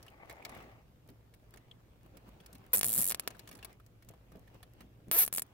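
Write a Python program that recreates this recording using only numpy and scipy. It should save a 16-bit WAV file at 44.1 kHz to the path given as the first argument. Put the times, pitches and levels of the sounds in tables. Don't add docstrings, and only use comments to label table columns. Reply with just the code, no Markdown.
import sys
import numpy as np
from scipy import signal
from scipy.fft import rfft, irfft
from scipy.io import wavfile
from scipy.ndimage import uniform_filter1d

SR = 44100
rng = np.random.default_rng(int(sys.argv[2]) if len(sys.argv) > 2 else 0)


def how_loud(loudness_db):
    steps = np.asarray(loudness_db, float) / 20
    return 10 ** steps


def transcribe(u):
    v = np.clip(np.atleast_2d(u).T, -1, 1)
    q = np.round(v * 32767).astype(np.int16)
    wavfile.write(sys.argv[1], SR, q)


N = 243873

# time in seconds, jerk of the strap in dB, crack in dB, snap of the pawl in dB.
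CATCHES = [(2.8118, -41, -14.5, -24.5), (2.8315, -41, -13.5, -24), (2.8443, -42, -20.5, -24),
           (3.1038, -45, -22.5, -25.5), (3.1118, -34, -21.5, -25.5), (3.1213, -52, -17.5, -26.5),
           (3.1464, -48, -17, -28), (3.1968, -47, -19.5, -28.5), (3.2762, -28, -15.5, -28.5),
           (5.1139, -31, -14.5, -22.5), (5.2497, -51, -33.5, -29.5), (5.263, -53, -37.5, -29.5),
           (5.2782, -35, -26.5, -30.5), (5.3273, -39, -24.5, -29), (5.3383, -52, -34, -29),
           (5.3488, -52, -29.5, -29), (5.3608, -52, -32, -29.5), (5.3729, -52, -37, -29.5),
           (5.3822, -40, -17.5, -29.5), (5.395, -39, -26.5, -29.5), (5.4202, -46, -28.5, -30)]
# time in seconds, teeth passed, jerk in dB, snap in dB, thud of the bundle in dB.
DRAWS = [
    [(2.7539, 0, -39, -22.5, -46), (2.761, 1, -40, -22.5, -34), (2.7924, 4, -40, -23.5, -29)],
    [(2.8511, 0, -40, -24.5, -38), (2.8646, 2, -41, -24.5, -30), (2.8752, 3, -42, -25, -28),
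     (2.9468, 11, -47, -24.5, -36), (2.9785, 15, -40, -23.5, -27), (2.985, 16, -39, -24, -25),
     (2.9989, 19, -39, -25, -26), (3.0311, 23, -57, -24.5, -33), (3.0657, 26, -56, -24.5, -39),
     (3.096, 29, -50, -24.5, -41)],
]
# time in seconds, teeth passed, jerk in dB, snap in dB, thud of the bundle in dB.
ZIPS = [
    [(2.7328, 0, -34, -20.5, -52), (2.7509, 9, -34, -23, -52)],
    [(5.1202, 0, -47, -25.5, -48), (5.142, 7, -38, -25.5, -48), (5.1627, 14, -34, -26.5, -48),
     (5.1776, 21, -40, -23.5, -48), (5.183, 24, -44, -22.5, -48), (5.192, 33, -43, -21.5, -48),
     (5.2034, 42, -44, -23.5, -48), (5.2253, 58, -49, -23.5, -48), (5.2412, 65, -50, -26.5, -48)],
]
# frequency in Hz, relative level in dB.
SNAP_COLOUR = [(700, -44), (2500, -37), (4300, -26), (6300, -19), (6900, -8), (10200, -1), (13000, -4),
               (15600, -8)]
# frequency in Hz, relative level in dB.
ZIP_COLOUR = [(1000, -42), (2500, -30), (6200, -26), (9300, -18), (12900, 0), (15400, -14)]
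# frequency in Hz, relative level in dB.
PAWL_RING = [(7000, -13.5), (9500, -44.5), (10600, 6), (11700, -1.5), (15600, -26)]
# time in seconds, crackle in dB, ring in dB, ring frequency in Hz.
TICKS = [(0.029, -50.5, -80, 2480), (0.065, -56, -51.5, 1050), (0.0821, -59, -44, 2930),
         (0.2978, -46.5, -38, 2080), (0.3103, -53, -42.5, 2130), (0.424, -72, -45, 2380),
         (0.451, -36.5, -41, 2260), (0.4946, -50.5, -44, 960), (0.549, -52, -45.5, 2150),
         (1.0895, -55.5, -44, 393), (1.3396, -57.5, -60, 2100), (1.5397, -52, -54.5, 1620),
         (1.5737, -53, -57, 2120), (1.7136, -68.5, -41, 3260), (2.1715, -50, -60, 3200),
         (2.403, -60.5, -50.5, 3300), (2.4625, -48.5, -85, 3300), (2.53, -49.5, -73, 2520),
         (2.553, -50, -54.5, 2600), (2.8272, -40, -72, 2430), (3.3056, -46.5, -51, 1210),
         (3.349, -64, -47.5, 1500), (3.394, -44.5, -50, 4140), (3.476, -45.5, -52.5, 3040),
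         (3.491, -45, -53.5, 2510), (3.514, -49, -49, 2340), (3.528, -47, -58, 3500),
         (3.553, -47.5, -74, 4350), (3.59, -55.5, -53.5, 4400), (3.6285, -49.5, -40.5, 2730),
         (3.6482, -36, -48, 4060), (3.8004, -65, -51.5, 1320), (3.864, -55.5, -86, 4100),
         (4.025, -59, -57, 2030), (4.089, -48, -58.5, 3780), (4.1045, -82, -45.5, 540),
         (4.138, -65, -47.5, 930), (4.32, -59, -57, 1190), (4.3545, -87, -40, 433),
         (4.477, -63, -57.5, 1860), (4.6302, -51, -49.5, 3370), (4.808, -52.5, -48, 1970)]
# time in seconds, level in dB.
SCRAPE = [(.05, -72.5), (.2, -60.5), (.56, -55.5), (.74, -64), (0.819, -70)]
# frequency in Hz, width of a single pass in Hz, relative level in dB.
SCRAPE_BODY = [(750, 460, 0), (1100, 160, -3), (2100, 590, -5.5)]
# time in seconds, rustle in dB.
HANDS = [(0, -63.5), (.3, -69), (.58, -53.5), (.83, -71), (1.04, -74), (1.5, -70), (2.1, -71.5),
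         (2.4, -64.5), (2.7, -65), (3.31, -59), (3.44, -62.5), (3.56, -63.5), (3.72, -60), (3.78, -74.5),
         (4.07, -72), (4.5, -69), (4.95, -72.5), (5.53, -66.5)]
# time in seconds, low bump in dB, its scrape in dB.
SHOVES = [(0.306, -81, -54), (1.1, -60.5, -72), (1.56, -74, -68.5), (2.053, -63, -72), (2.168, -57.5, -69),
          (2.28, -58, -64.5), (2.549, -59.5, -92), (3.537, -52, -75), (4.112, -61.5, -72),
          (4.357, -53, -67), (4.552, -57.5, -64.5), (4.816, -52.5, -62), (5.084, -56, -86)]
# frequency in Hz, relative level in dB.
JOSTLE = [(80, -12.5), (180, -0.5), (320, -4.5), (600, -16), (3000, -69)]
# frequency in Hz, relative level in dB.
RUSTLE = [(180, -30.5), (300, -0.5), (787, -3), (1800, -10.5), (2800, -12.5), (4230, -20.5), (12700, -33.5),
          (16000, -20.5)]
# frequency in Hz, time to fall by 60 dB in seconds.
CABIN = [(300, 0.043), (1000, 0.033), (3000, 0.028), (8000, 0.027), (15000, 0.018)]
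# frequency in Hz, relative level in dB.
HUSH = [(12, -55.5), (20, -7.5), (124, 0.5), (224, -6.5), (652, -15), (1080, -33), (2180, -29),
        (9410, -36.5), (15200, -31), (16500, -83.5)]
# frequency in Hz, width in Hz, level in dB.
HUMS = [(56.4, 16, -66.5), (112.7, 20, -66)]
# frequency in Hz, likeness (1 is identical).
LIKENESS = [(60, 0.49), (240, 1), (950, -0.045), (3770, -0.1), (15000, 0.064)]

CATCH_THUD_DB = -43.5
LATE_CATCHES_S = 5.3
JOSTLE_DB = -7
SHOVE_RISE_DB_PER_S, SHOVE_FALL_DB_PER_S = 435, 353.5
HUSH_DB = -65
EDGE_HZ = 15900


def cable_tie():
    catches = np.c_[CATCHES, np.full(len(CATCHES), CATCH_THUD_DB)]
    late = catches[:, 0] > LATE_CATCHES_S
    draws = np.concatenate([run_of_teeth(rows, crack_db=-39, uneven_s=.0003, size=1) for rows in DRAWS])
    zips = np.concatenate([run_of_teeth(rows, crack_db=-30, uneven_s=.00003, size=3) for rows in ZIPS])
    slow = dict(colour=SNAP_COLOUR, ring_db=-10, ring_s=.0034, alike=.098)
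    tie = ratchet(catches[~late], rattle_s=.0008, jerk_s=.00011, crack_s=.00007, **slow)
    tie += ratchet(catches[late], rattle_s=.0022, jerk_s=.00011, crack_s=.00007, **slow)
    tie += ratchet(draws, rattle_s=.0014, jerk_s=.00036, crack_s=.00016, **slow)
    tie += ratchet(zips, ZIP_COLOUR, rattle_s=.00071, jerk_s=.00016, crack_s=.00007,
                   ring_db=-14.5, ring_s=.0045, alike=.65)
    return tie


def run_of_teeth(rows, crack_db, uneven_s, size):
    s, passed, *levels = np.transpose(rows)
    tooth = np.arange(passed[-1] + 1)
    chance = rng.standard_normal((len(tooth), 3))
    s, jerk_db, snap_db, thud_db = (np.interp(tooth, passed, v) for v in (s, *levels))
    s[1:] = s[0] + np.cumsum(uniform_filter1d(np.diff(s), size=size))
    s = s + uneven_s * chance[:, 0]
    jerk_db = jerk_db + 1.2 * chance[:, 1]
    crack_db = crack_db + 3 * chance[:, 2]
    return np.c_[s, jerk_db, crack_db, snap_db, thud_db]


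def ratchet(teeth, colour, rattle_s, jerk_s, crack_s, ring_db, ring_s, alike):
    t, out = np.arange(1024) / SR - .001, np.zeros((2, N))
    after = np.maximum(t + .0003, 0)
    jerk, crack, thud = strap_jerk(t, jerk_s), strap_crack(t, crack_s), bundle_thud(after)
    habit = rng.standard_normal((2, 1024))
    for s, jerk_db, crack_db, snap_db, thud_db in teeth:
        noise = alike * habit + np.sqrt(1 - alike ** 2) * rng.standard_normal((2, 1024))
        snap = pawl_rattle(noise, after, colour, rattle_s) + how_loud(ring_db) * pawl_ring(after, ring_s)
        blow = how_loud(jerk_db) * jerk + how_loud(crack_db) * crack
        sides = lean_left(1.5) * [blow, np.roll(blow, shift=3)]
        sound = how_loud(snap_db + rng.normal(0, 1.2)) * snap + sides + how_loud(thud_db) * thud
        add(out, s - .001, sound)
    return out


def strap_jerk(t, jerk_s):
    return -np.exp(-(t / jerk_s) ** 2) + .33 * np.exp(-((t - .0009) / .0008) ** 2)


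def strap_crack(t, crack_s):
    return -np.cos(2 * np.pi * 4500 * t) * np.exp(-(t / crack_s) ** 2)


def pawl_rattle(noise, after, colour, rattle_s):
    attack = 1 - np.exp(-(after / .00056) ** 2)
    decay = np.exp(-after / rattle_s) + .25 * np.exp(-after / .00043)
    rattle = coloured(attack * decay * ports(noise, .6, shift=3), colour)
    return rattle / np.sqrt(np.mean(rattle[:, 32:76] ** 2))


def pawl_ring(after, ring_s):
    ring = evened(coloured(ports(rng.standard_normal((2, 1024)), .26, shift=1), PAWL_RING))
    return ring * (after > 0) * np.exp(-after / ring_s)


def bundle_thud(after):
    cycle = np.minimum(205 * after, 1) ** .7
    return -.2 * np.sin(2 * np.pi * cycle) * np.sqrt(np.abs(np.sin(np.pi * cycle)))


def ticks():
    t, out = np.arange(2048) / SR, np.zeros((2, N))
    for s, crackle_db, ring_db, hz in TICKS:
        noise = rng.standard_normal((4, 2048))
        crackle = signal.lfilter([1, -.35], [1], ports(noise, .25, shift=2))
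        crackle *= 1.76 * np.exp(-t / .00044) + .38 * np.exp(-t / .0016)
        scuff = uniform_filter1d(noise[2:] + noise[2], size=6) * np.exp(-t / .0048)
        ring = np.sin(2 * np.pi * hz * t) * (1 - np.exp(-t / .00022)) * np.exp(-t / .0016)
        sound = how_loud(crackle_db) * crackle + how_loud(ring_db) * ring
        sound += how_loud(min(crackle_db, ring_db)) * scuff
        add(out, s - .0006, sound * lean_left(rng.normal(0, 1.5)))
    return out


def scrape():
    clumps = how_loud(3.06 * evened(uniform_filter1d(rng.standard_normal(N), size=500)))
    struck = rng.random((2, N)) < 3000 / SR
    slips = clumps * rng.standard_normal((2, N)) * struck
    hz = np.fft.rfftfreq(N, 1 / SR)
    body = sum(how_loud(db) / (1 + 2j * (hz - f) / w) ** 2 for f, w, db in SCRAPE_BODY)
    sound = evened(irfft(rfft(ports(slips, .7, shift=9)) * body, N)) * lean_left(1.6)
    return sound * how_loud(np.interp(np.arange(N) / SR, *np.transpose(SCRAPE), right=-120))


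def hands():
    t = np.arange(N) / SR
    rustle = how_loud(np.interp(t, *np.transpose(HANDS)))
    jostle = rustle * how_loud(JOSTLE_DB)
    for s, bump_db, scrape_db in SHOVES:
        swell = how_loud(np.minimum(SHOVE_RISE_DB_PER_S * (t - s), SHOVE_FALL_DB_PER_S * (s - t)))
        jostle = jostle + how_loud(bump_db) * swell
        rustle = rustle + how_loud(scrape_db) * swell
    lumps = evened(uniform_filter1d(rng.standard_normal(N), size=900))
    low = jostle * how_loud(3 * lumps) * hiss(JOSTLE, 2.5)
    grains = how_loud(4 * np.minimum(rng.exponential(1, N), 3)) * (rng.random(N) < 150 / SR)
    grain_swell = evened(1 + .28 * evened(uniform_filter1d(grains, size=120)))
    return low + specks(jostle) + rustle * hiss(RUSTLE, 2) * grain_swell


def specks(busy):
    chance = 25 * how_loud(59.5) * busy / SR
    size = how_loud(2.7 * np.minimum(rng.exponential(1, N), 2.5)) * (rng.random(N) < chance)
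    fading = signal.lfilter([1], [1, -np.exp(-1 / (.0013 * SR))], size)
    return how_loud(-58.5) * fading * signal.lfilter([1, -.6], [1], rng.standard_normal((2, N)))


def cabin(x):
    taps = rng.standard_normal((2, 8192)) * (np.arange(8192) > .0015 * SR)
    hz, t, z = signal.stft(taps, SR, nperseg=128)
    decay = how_loud(-60 * t / read(CABIN, hz)[:, None])
    tail = signal.istft(z * decay, SR, nperseg=128)[1]
    return signal.oaconvolve(x, tail / np.linalg.norm(tail[0]), axes=1)[:, :N]


def hush():
    background = how_loud(HUSH_DB) * hiss(HUSH, 1.5)
    hz = np.fft.rfftfreq(N, 1 / SR)
    for f, width, db in HUMS:
        band = rfft(rng.standard_normal(N)) / (1 + (2 * (hz - f) / width) ** 2)
        background = background + how_loud(db) * evened(irfft(band, N))
    return background


def hiss(points, patchy_db):
    frames, hz = N // 256 + 5, np.fft.rfftfreq(1024, 1 / SR)
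    a, b, c, d, patches = rng.standard_normal((frames, 513, 5)).T
    patches = evened(uniform_filter1d(uniform_filter1d(patches, size=10, axis=0), size=8, axis=1))
    same = read(LIKENESS, hz)[:, None]
    left = a + 1j * b
    right = same * left + np.sqrt(1 - same ** 2) * (c + 1j * d)
    z = np.array([left, right]) * how_loud(read(points, hz)[:, None] + patchy_db * patches)
    return evened(signal.istft(z, nperseg=1024, noverlap=768)[1][:, :N])


def ports(noise, alike, shift):
    right = alike * np.roll(noise[0], shift) + np.sqrt(1 - alike ** 2) * noise[1]
    return np.array([noise[0], right])


def lean_left(db):
    return how_loud(np.array([[db], [-db]]))


def coloured(x, points):
    hz = np.fft.rfftfreq(x.shape[-1], 1 / SR)
    return irfft(rfft(x) * how_loud(read(points, hz)), x.shape[-1])


def read(points, hz):
    f, value = np.transpose(points)
    return np.interp(np.log(hz + 1), np.log(f + 1), value)


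def evened(x):
    return x / np.sqrt(np.mean(x ** 2) + 1e-20)


def add(mix, s, sound):
    part = mix[:, round(s * SR):][:, :sound.shape[1]]
    part += sound[:, :part.shape[1]]


def scene():
    tie = cable_tie()
    bumps = ticks()
    reflections = cabin(how_loud(-9) * tie + how_loud(-.5) * bumps)
    return tie + bumps + reflections + scrape() + hands() + hush()


def low_pass(x):
    return signal.sosfilt(signal.butter(12, 17090, fs=SR, output="sos"), x)


def record(dry):
    limited = signal.oaconvolve(dry, signal.firwin(255, EDGE_HZ, fs=SR)[None], "same")
    return low_pass(limited)


dry = scene()
out = record(dry)
transcribe(out)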